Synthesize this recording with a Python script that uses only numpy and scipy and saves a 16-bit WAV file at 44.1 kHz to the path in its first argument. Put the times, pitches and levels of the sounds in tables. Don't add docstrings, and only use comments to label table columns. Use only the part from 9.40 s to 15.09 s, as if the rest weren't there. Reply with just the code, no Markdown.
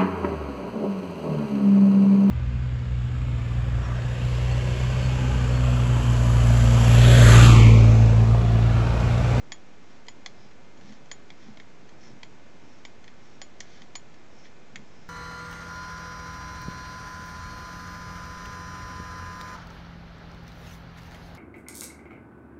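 import sys
import numpy as np
from scipy import signal
from scipy.fft import rfft, irfft
from scipy.io import wavfile

SR = 44100
rng = np.random.default_rng(int(sys.argv[2]) if len(sys.argv) > 2 else 0)


def unload_audio(sound):
    columns = np.transpose(np.atleast_2d(sound))
    steps = np.round(np.clip(columns, -1, 1) * 32767)
    wavfile.write(sys.argv[1], SR, steps.astype(np.int16))


N = 250929


def undb(db):
    return 10 ** (np.asarray(db) / 20)


def unit(x):
    return x / np.sqrt(np.mean(x ** 2))


def fade(t, t60):
    return np.exp(-np.log(1000) * t / t60)


def swell(time, length):
    return np.exp(-2 * ((np.arange(N) / SR - time) / length) ** 2)


def add(out, time, x):
    start = int(time * SR)
    out[start:start + len(x)] += x[:len(out) - start]


def tone(hz, db):
    return undb(db) * unit(np.sin(2 * np.pi * (hz * np.arange(N) / SR + rng.random())))


def resonate(x, hz, width):
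    b, a = signal.iirpeak(hz, hz / (width * np.pi / 2), fs=SR)
    return signal.lfilter(b, a, signal.lfilter(b, a, x))


def body(x, modes):
    return sum(undb(db) * unit(resonate(x, hz, width)) for hz, width, db in modes)


def contact(t, echo=0.18, echo_s=0.000964, chatter=0.29, chatter_t60=0.021,
            rattle=0.034, rattle_t60=0.11):
    seating = chatter * fade(t, chatter_t60) + rattle * fade(t, rattle_t60)
    push = .5 * rng.choice([-1, 1], len(t)) * seating * np.minimum(t / echo_s, 1)
    push[0] += 1
    push[int(echo_s * SR)] += echo
    return push


# (frequency [Hz], relative level [dB])
HISS_CURVE = [(20, -20), (52, -6.5), (130, -1), (220, 0.5), (400, -4), (750, -8.5), (1450, -14),
              (2150, -16.5), (2900, -19), (4500, -23), (6800, -24.5), (8500, -20)]


def room_hiss(level_db=-52):
    hz, db = np.transpose(HISS_CURVE)
    log_hz = np.log(np.fft.rfftfreq(N, 1 / SR) + 1)
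    colour = undb(np.interp(log_hz, np.log(hz), db))
    return undb(level_db) * unit(irfft(rfft(rng.standard_normal(N)) * colour, N))


# (harmonic [number], relative level [dB])
BUZZ_PARTIALS = [(24, -78), (25, -74.5), (28, -78.5), (29, -74), (35, -71.5), (39, -74.5), (41, -77.5),
                 (43, -78)]


def mains_buzz(mains_hz=60.06, gain_db=-1):
    return sum(tone(round(harmonic) * mains_hz, db + gain_db) for harmonic, db in BUZZ_PARTIALS)


WHINE_HZ = (7857, 7887, 8113, 8143)


def whine(partial_db=-82):
    return sum(tone(hz, partial_db) for hz in WHINE_HZ)


# (frequency [Hz], width [Hz])
BENCH_MODES = [(209, 49), (140.5, 28)]
# (time [s], length [s], relative level [dB], deep mode re main [dB])
BUMPS = [(1.462, 0.12, -49, -9.5), (2.077, .055, -47, -5), (2.72, 0.076, -51, -4.5),
         (5.35, 0.042, -51.5, 4.5), (5.387, 0.05, -49, -4)]


def bench_bumps():
    out = np.zeros(N)
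    main, deep = BENCH_MODES
    for time, length, db, deep_db in BUMPS:
        push = swell(time, length)
        thud = body(push * rng.standard_normal(N), [(*main, 0), (*deep, deep_db)])
        out += undb(db) * push.std() * unit(thud)
    return out


# (frequency [Hz], width [Hz], relative level [dB])
BARREL_MODES = [(900, 650, 1), (2070, 480, 0), (3290, 520, 0), (4300, 850, 0), (5850, 1400, -1)]
# (frequency re hiss centre [ratio], width [Hz], relative level [dB])
RUB_BANDS = [(1, 720, 0), (.82, 300, -10)]
# (time [s], length [s], hiss centre [Hz], hiss level [dB], grate level [dB])
STROKES = [(0.518, .13, 5300, -82, -65), (1.03, .11, 4900, -68.5, -64.5), (1.5, 0.11, 5070, -74, -58.5),
           (2.051, 0.11, 5150, -72, -60.5), (2.66, 0.076, 5250, -60, -59), (3.317, 0.12, 5330, -68.5, -71),
           (3.89, .15, 5350, -69, -69), (4.338, 0.16, 5350, -74, -58.5), (5.005, 0.097, 5330, -63, -71),
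           (5.06, 0.033, 4900, -79, -59), (5.62, 0.33, 5130, -70.5, -73)]


def thread_rub(slips_per_s=2000, scatter_db=2.0, squeak_db=-6, squeak_width_hz=220, tilt_db_oct=-4):
    slips = (rng.random(N) < slips_per_s / SR) * rng.choice([-1, 1], N)
    slips = slips * undb(scatter_db * rng.standard_normal(N))
    gripped = [(hz, 2 * width, db + tilt_db_oct * np.log2(hz)) for hz, width, db in BARREL_MODES[1:4]]
    grate = unit(body(slips, gripped))
    out = np.zeros(N)
    for time, length, hz, hiss_db, grate_db in STROKES:
        bands = [(hz * ratio, width, db) for ratio, width, db in RUB_BANDS]
        hiss = unit(body(slips, bands + [(hz, squeak_width_hz, squeak_db)]))
        out += swell(time, length) * (undb(hiss_db) * hiss + undb(grate_db) * grate)
    return out


# (time [s], peak level [dB])
TICKS = [(0.667, -42), (1.112, -49), (1.411, -46.5), (1.524, -43.5), (1.658, -47), (2.4914, -44),
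         (3.642, -42), (4.742, -45.5)]


def nail_ticks(tilt_db_oct=-1):
    out, t = np.zeros(N), np.arange(SR // 10) / SR
    modes = [(hz, width, db + tilt_db_oct * np.log2(hz)) for hz, width, db in BARREL_MODES[1:]]
    for time, db in TICKS:
        tick = body(contact(t), modes)
        add(out, time, undb(db) * tick / np.abs(tick).max())
    return out


# (drive with a loose grip [dB], share of grip damping [0-1])
MODE_RESPONSE = [(-4.5, .9), (0.5, 0.08), (2, 0.39), (5, 1), (-2, 0.17)]
# (time [s], relative level [dB], treble slope [dB/octave], grip damping [dB], ping send [dB])
KNOCKS = [(0.1199, -39.5, -6, 5, 6), (0.684, -45.5, -10, 2.5, 4.5), (0.861, -40.5, -9, 2.5, -16),
          (1.375, -68, 0, 5, 10), (1.7145, -42, -5, 5.5, 9), (1.9034, -49.5, -32, 4, -20),
          (2.1723, -55, -39, 0, -16), (2.2, -47.5, -29, 16, -12), (2.8317, -45, -16, 4, -11),
          (3.451, -45.5, -19, 4, -2.5), (3.6789, -51.5, -28, 8.5, -20), (4.0165, -45, -6.5, 2, 8.5),
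          (4.2043, -52.5, 17.5, 9, -18), (4.2062, -44, -4, 8, -21), (4.4191, -53.5, -27, 0, -20),
          (4.554, -43, -6, 1.5, 12), (5.055, -54.5, -16, 18, -22), (5.3581, -39, -3.5, 15.5, -22)]


def cell_knocks(ring_db=-11, crack_db=-17, crack_spread=3, detune=0.012, knee_hz=3180):
    out, t = np.zeros(N), np.arange(SR // 10) / SR
    mode_hz, widths, mode_db = np.transpose(BARREL_MODES)
    loose_db, damping_share = np.transpose(MODE_RESPONSE)
    octaves = np.maximum(np.log2(mode_hz / knee_hz), 0)
    for time, level_db, slope_db_oct, grip_db, _ in KNOCKS:
        drive_db = level_db + loose_db + slope_db_oct * octaves - grip_db * damping_share
        shifts = 1 + detune * rng.standard_normal(len(mode_hz))
        modes = list(zip(mode_hz * shifts, widths, mode_db + drive_db))
        push = contact(t)
        crack = body(push, [(hz, min(width * crack_spread, hz / 2), db) for hz, width, db in modes])
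        add(out, time, undb(ring_db) * body(push, modes) + undb(crack_db) * crack)
    return out


RING_HZ = (6880, 6984)


def ring_pings(t60=0.085, rise_s=0.0021, gain_db=-1, upper_db=-7, lag_s=.0011,
               hollow_hz=1130, hollow_db=-11, hollow_t60=0.045):
    out, t = np.zeros(N), np.arange(SR // 4) / SR
    lower, upper = (np.sin(2 * np.pi * hz * t) for hz in RING_HZ)
    attack = 1 - np.exp(-t / rise_s)
    ping = (lower - undb(upper_db) * upper) * fade(t, t60) * attack
    hollow = undb(hollow_db) * np.sin(2 * np.pi * hollow_hz * t) * fade(t, hollow_t60)
    for time, level_db, _, _, send_db in KNOCKS:
        add(out, time + lag_s, undb(gain_db + level_db + send_db) * (ping + hollow))
    return out


def room_reverb(x, wet_db=-14, t60=0.17, predelay_s=0.0036):
    t = np.arange(SR // 2) / SR
    tail = rng.standard_normal(len(t)) * fade(t, t60) * (t > predelay_s)
    return x + undb(wet_db) * signal.fftconvolve(x, tail / np.linalg.norm(tail))[:N]


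def scene():
    barrel = room_reverb(cell_knocks() + nail_ticks() + thread_rub())
    return (barrel + ring_pings() + bench_bumps() + room_hiss() + mains_buzz() + whine())[None]


def record(dry, roll_off_hz=7100, top_hz=8700, offset=.0095):
    roll_off = signal.butter(12, roll_off_hz, fs=SR, output="sos")
    high_cut = signal.ellip(8, .2, 70, top_hz, fs=SR, output="sos")
    return signal.sosfilt(high_cut, signal.sosfilt(roll_off, dry)) + offset


dry = scene()
out = record(dry)
unload_audio(out)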